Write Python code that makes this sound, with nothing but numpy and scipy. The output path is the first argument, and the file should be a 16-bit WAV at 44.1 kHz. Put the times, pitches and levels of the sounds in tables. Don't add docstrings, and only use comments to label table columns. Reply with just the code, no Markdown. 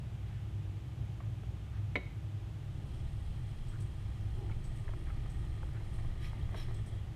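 import sys
import numpy as np
from scipy import signal
from scipy.fft import rfft, irfft, next_fast_len
from scipy.io import wavfile
from scipy.ndimage import map_coordinates

SR = 44100
rng = np.random.default_rng(int(sys.argv[2]) if len(sys.argv) > 2 else 0)


def master_out(mix):
    frames = np.transpose(np.atleast_2d(mix))
    ceiling = np.clip(frames, -1, 1)
    pcm = np.round(ceiling * 32767).astype(np.int16)
    wavfile.write(sys.argv[1], SR, pcm)


N = 315565

START_S, ATTACK_S, EASE_S, RELEASE_S = 2.52, 0.4, 6.62, 0.77
STROKE_HZ, TURN_S = 2.68, 5.06
PUSH_DB = 1

# frequency_hz, relative_db
GLIDE_SPECTRUM = [(1000, -55), (2700, 0), (3270, 8.5), (3600, -12), (4130, 4.5), (4500, 1), (5400, 1.5),
                  (6100, -11), (7400, -4.5), (8850, 2), (9900, -15), (10800, -2.5), (12000, -23),
                  (15000, -21)]
# frequency_hz, relative_db
DRAG_SPECTRUM = [(250, 6.5), (350, 16.5), (480, 4.5), (810, 3), (1080, -4), (1230, 7.5), (1500, -17),
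                 (1850, 6), (2300, -3), (2700, -15), (4000, -13), (9000, -100)]
# frequency_hz, relative_db
BENCH_SPECTRUM = [(10, -31), (19, 1), (31, -3.5), (42, -11), (60, -5), (110, -18), (300, -43.5),
                  (900, -120)]


def strokes():
    elapsed_s, travel = np.arange(N) / SR - START_S, velocity()
    sway = amp(-43 + 0.9 * elapsed_s) * coloured(rng.standard_normal(N), BENCH_SPECTRUM)
    glide_gain = amp(-75.5 + PUSH_DB * travel + 1.2 * wobble(40))
    glide = glide_gain * coloured(grit(spread_db=13), GLIDE_SPECTRUM)
    lean_db = 2.5 * elapsed_s
    turn_db = 1 - 2 * travel ** 2
    catching = amp(1.7 * wobble(45))
    drag = amp(-69 + lean_db + turn_db) * catching * coloured(grit(spread_db=9.5), DRAG_SPECTRUM)
    return effort() * (sway + glide + drag)


# start_s, length_s, level_db
BITES = [(5.9, 0.093, -71), (6.176, 0.16, -57.5), (6.40, .06, -71), (6.515, 0.17, -55.5),
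         (6.685, 0.088, -71)]
# frequency_hz, relative_db
GRAIN_SPECTRUM = [(400, -4), (1200, 4.5), (3200, 6.5), (5400, -1), (9000, 3), (13800, -3), (15200, -9)]
# pitch_hz, width_hz, relative_db
BLADE_MODES = [(1210, 70, 2), (1700, 80, -3), (1800, 60, -4), (1980, 70, -2), (2290, 140, -2),
               (2520, 50, -4), (2805, 50, -5), (3020, 55, -2), (3230, 80, 0), (3885, 65, 1), (4110, 55, -5),
               (5260, 220, -6), (5555, 50, -10), (6990, 150, -15), (8600, 1300, -16), (10700, 600, -18),
               (13750, 600, -19)]


def scrapes():
    pressure = effort() * amp(-80.5 + PUSH_DB * velocity())
    for start_s, length_s, db in BITES:
        add(pressure, start_s, amp(db) * swell(length_s) ** 2)
    grains = coloured(grit(spread_db=3) * amp(2.0 * wobble(160)), GRAIN_SPECTRUM)
    modes = lambda hz: sum(amp(db) * resonance(hz, pitch, width) for pitch, width, db in BLADE_MODES)
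    ring = unit(filtered(grains, modes))
    rasp = amp(-5) * filtered(grains, lambda hz: resonance(hz, centre_hz=3200, width_hz=3500) ** 2)
    return pressure * unit(ring + rasp)


# pitch_hz, width_hz, level_db
RUBBED_NOTES = [(3245, 130, -76.5), (4110, 60, -83.5)]


def steel():
    notes = sum(amp(db + 1.5 * wobble(7.4)) * band(hz, width, N) for hz, width, db in RUBBED_NOTES)
    sheen_gain = amp(-83 + 2.5 * wobble(9) + 2.5 * wobble(120))
    sheen = sheen_gain * band(centre_hz=8800, width_hz=1100, size=N)
    return effort() * amp(PUSH_DB * velocity()) * (notes + sheen)


# pitch_hz, relative_db, t60_s
CLACK_RING = [(195, -12, .17), (275, -8.5, .15), (365, -16, .22), (415, -9, .1), (470, -5, .085),
              (522, -13, .09), (572, -10, .12), (720, -16, .12), (1029, -15.5, .09), (1320, -9, .025),
              (1846, -16, .06), (2063, 1, .054), (2215, 4.8, .052), (2290, -6, .03), (2518, -13, .05),
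              (3010, -16, .05), (3330, -16, .025), (3850, -24, .115), (4100, -31, .16), (6080, -37, .06),
              (8330, -30, .025)]
# frequency_hz, relative_db
CRACK_SPECTRUM = [(120, -6), (400, 3), (900, -5), (2200, -1), (2900, -7), (3900, -5), (5200, -26),
                  (8500, -38), (12000, -58)]


def clack(start_s=1.9557, gain_db=-27.5):
    out, t = np.zeros(N), np.arange(SR // 3) / SR
    ring = sum(amp(db - 60 * t / t60) * np.sin(2 * np.pi * hz * t) for hz, db, t60 in CLACK_RING)
    crack = amp(-6 - 60 * t / .06) * coloured(rng.standard_normal(len(t)), CRACK_SPECTRUM)
    attack = 1 - np.exp(-t / .001)
    add(out, start_s, amp(gain_db) * attack * (ring + crack))
    return out


# start_s, length_s, level_db, pitch_hz, width_hz
BLADE_ZINGS = [(6.22, .075, -68.5, 5400, 250), (6.39, .08, -68, 3260, 200), (5.92, .07, -71, 8700, 1400),
               (6.56, .055, -64, 5530, 80), (6.585, .055, -60.5, 5280, 80), (6.59, .04, -64, 3900, 90),
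               (6.72, .12, -67.5, 3260, 200), (6.83, .24, -70, 3260, 200)]


def zings():
    return friction(BLADE_ZINGS)


# start_s, first_catch_db, second_catch_db
EDGE_SQUEAKS = [(3.68, -66.5, -66), (4.639, -63.5, -66.5), (5.295, -66, -78), (6.739, -64, -64)]
# delay_s, pitch_hz, width_hz, t60_s
SQUEAK_CATCHES = [(0, 8150, 360, 0.32), (.12, 8500, 1050, 0.31)]


def squeaks():
    out, t = np.zeros(N), np.arange(SR // 4) / SR
    attack = 1 - np.exp(-t / 0.003)
    for start_s, *levels in EDGE_SQUEAKS:
        for db, (delay_s, hz, width, t60) in zip(levels, SQUEAK_CATCHES):
            note = band(hz, width, len(t))
            hiss = amp(-1 - 60 * t / .3) * band(centre_hz=5200, width_hz=3600, size=len(t))
            add(out, start_s + delay_s, amp(db - 60 * t / t60) * attack * (note + hiss))
    return out * amp(-.5 + 2.6 * wobble(130))


# start_s, gain_db, pitch_hz, t60_s
TICK_CONTACTS = [(1.203, -47, 1150, 0.05), (1.434, -48, 400, 0.043), (4.496, -50, 890, 0.06),
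                 (4.513, -50, 2200, .04), (4.8795, -45.5, 1750, 0.024), (4.8895, -45.5, 600, 0.04),
                 (4.935, -44, 660, 0.034), (5.069, -50, 1600, .035), (5.102, -47, 1300, .05),
                 (5.260, -51, 1210, 0.038), (5.441, -52, 850, 0.05), (5.630, -44.5, 850, 0.048),
                 (5.6885, -49.5, 700, 0.028), (5.807, -51, 1000, 0.05), (5.987, -50, 1090, 0.045),
                 (6.046, -50, 750, .04), (6.331, -49, 900, .05), (6.490, -51, 1190, 0.05),
                 (6.5255, -50, 600, 0.035), (6.5435, -39, 680, 0.048), (6.553, -46, 450, .05),
                 (6.684, -47, 380, .08), (6.709, -47, 750, 0.05)]
# pitch_ratio, relative_db
TICK_RING = [(.62, -9), (1, -2), (1.57, -6), (2.41, -10)]


def ticks(cutoff_hz=2500):
    out, t = np.zeros(N), np.arange(SR // 8) / SR
    attack = 1 - np.exp(-t / .0003)
    for start_s, gain_db, hz, t60 in TICK_CONTACTS:
        decay_db = 60 * t / t60
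        ring = sum(amp(db - ratio * decay_db) * np.sin(2 * np.pi * ratio * hz * t)
                   for ratio, db in TICK_RING)
        splash = amp(-6 - decay_db) * band(centre_hz=hz, width_hz=hz, size=len(t))
        click = amp(-8 - 60 * t / .03) * band(centre_hz=1800, width_hz=1200, size=len(t))
        add(out, start_s, amp(gain_db) * attack * (ring + splash + click))
    return signal.sosfilt(signal.butter(3, cutoff_hz, fs=SR, output="sos"), out)


# start_s, length_s, level_db, centre_hz, width_hz
HAND_RUBS = [(.2, 0.26, -67.5, 1840, 900), (.95, 0.16, -59, 260, 150), (1.71, 0.096, -63, 1500, 700),
             (2.72, 0.33, -57.5, 240, 106), (3.72, 0.054, -61, 1390, 350), (4.33, 0.22, -54, 342, 85),
             (4.34, 0.19, -62.5, 790, 70), (4.505, 0.03, -60.5, 2370, 250), (4.92, 0.13, -55.5, 338, 70),
             (5.08, 0.028, -59, 1300, 400), (5.735, 0.052, -59, 1450, 450), (6.22, 0.071, -59.5, 2080, 700)]


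def rubs():
    return friction(HAND_RUBS)


# delay_s, gain_db
WALL_ECHOES = [(.033, -27), (.055, -20.5), (.074, -28), (.103, -24.5), (.134, -33), (.160, -31),
               (.225, -39)]


def echoes(hit):
    out = np.zeros(N)
    for delay_s, db in WALL_ECHOES:
        add(out, delay_s, amp(db) * hit)
    flutter = amp(-2 + 3.8 * wobble(260))
    return flutter * filtered(out, lambda hz: resonance(hz, centre_hz=2170, width_hz=200) ** 2)


# frequency_hz, t60_s
ROOM_DECAY = [(200, 0.59), (2200, 0.45), (4000, 0.78), (10000, 0.088)]


def room(x, delay_s=0.0078):
    hz, t, noise = signal.stft(rng.standard_normal(SR // 2), SR, nperseg=256)
    decay = amp(-60 * t / along(ROOM_DECAY, hz)[:, None])
    tail = signal.istft(noise * decay, SR, nperseg=256)[1]
    delayed = np.pad(x, (int(delay_s * SR), 0))
    return signal.fftconvolve(delayed, tail / np.linalg.norm(tail))[:N]


# frequency_hz, relative_db
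RUMBLE_SPECTRUM = [(8, -24), (20, -43), (44, -11.5), (56, -5), (76, -5), (89, -17.5), (101, -0.5),
                   (112, -2.5), (122, -7.5), (137, -7.5), (176, -21), (200, -21), (245, -33.5),
                   (1000, -120)]
# frequency_hz, relative_db
AIR_SPECTRUM = [(150, -7), (280, 3), (360, 2.5), (470, -3.5), (780, -4), (950, -8), (1500, -11),
                (2600, -12), (3150, -11.5), (4500, -21), (8000, -24.5), (12700, -32), (13800, -30),
                (15200, -42)]
# pitch_hz, level_db
HUM_TONES = [(100, -46.5), (320, -64), (378, -91), (638, -82.5), (806, -73.5), (1221, -76)]


def machine():
    t = np.arange(N) / SR
    rumble = amp(-41.0) * coloured(rng.standard_normal(N), RUMBLE_SPECTRUM)
    air = amp(-59.5) * coloured(rng.standard_normal(N), AIR_SPECTRUM)
    tones = sum(amp(db + 2.0 * wobble(3.7)) * np.sin(2 * np.pi * hz * t + 1.1 * wobble(7))
                for hz, db in HUM_TONES)
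    return rumble + air + tones


def effort():
    t = np.arange(N) / SR
    return np.clip((t - START_S) / ATTACK_S, 0, 1) * np.clip(1 - (t - EASE_S) / RELEASE_S, 0, 1)


def velocity():
    return np.sin(2 * np.pi * STROKE_HZ * (np.arange(N) / SR - TURN_S))


def grit(spread_db):
    return unit(rng.standard_normal(N) * amp(spread_db * np.minimum(rng.standard_normal(N), 2.6)))


def friction(spells):
    out = np.zeros(N)
    for start_s, length_s, db, hz, width in spells:
        pressure = swell(length_s)
        add(out, start_s, amp(db) * pressure * band(hz, width, len(pressure)))
    return out


def swell(length_s):
    return np.sin(np.linspace(0, np.pi, int(length_s * SR)))


def resonance(hz, centre_hz, width_hz):
    return 1j * hz * width_hz / (centre_hz ** 2 - hz ** 2 + 1j * hz * width_hz)


def band(centre_hz, width_hz, size):
    response = lambda hz: resonance(hz, centre_hz, width_hz * np.pi / 2) ** 2
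    return unit(filtered(rng.standard_normal(size), response))


def coloured(x, spectrum):
    return unit(filtered(x, lambda hz: amp(along(spectrum, hz))))


def filtered(x, response):
    size = next_fast_len(len(x) + 8192)
    return irfft(rfft(x, size) * response(np.fft.rfftfreq(size, 1 / SR)), size)[:len(x)]


def along(points, hz):
    frequencies, values = np.transpose(points)
    return np.interp(np.log(hz + 1), np.log(frequencies + 1), values)


def wobble(rate_hz):
    knots = rng.standard_normal(int(N * rate_hz / SR) + 4)
    return map_coordinates(knots, [np.arange(N) * rate_hz / SR])


def amp(db):
    return 10 ** (np.asarray(db) / 20)


def unit(x):
    return x / np.sqrt(np.mean(x ** 2) + 1e-20)


def add(track, start_s, sound):
    part = track[round(start_s * SR):][:len(sound)]
    part += sound[:len(part)]


def scene():
    hit = clack()
    small_sounds = scrapes() + zings() + squeaks() + rubs() + ticks()
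    knife = strokes() + steel() + hit + echoes(hit) + small_sounds
    reverb = room(amp(-16.5) * hit + amp(-15) * small_sounds)
    return (knife + reverb + machine())[None]


def record(dry):
    return filtered(dry[0], lambda hz: hz < 15200)[None]


dry = scene()
out = record(dry)
master_out(out)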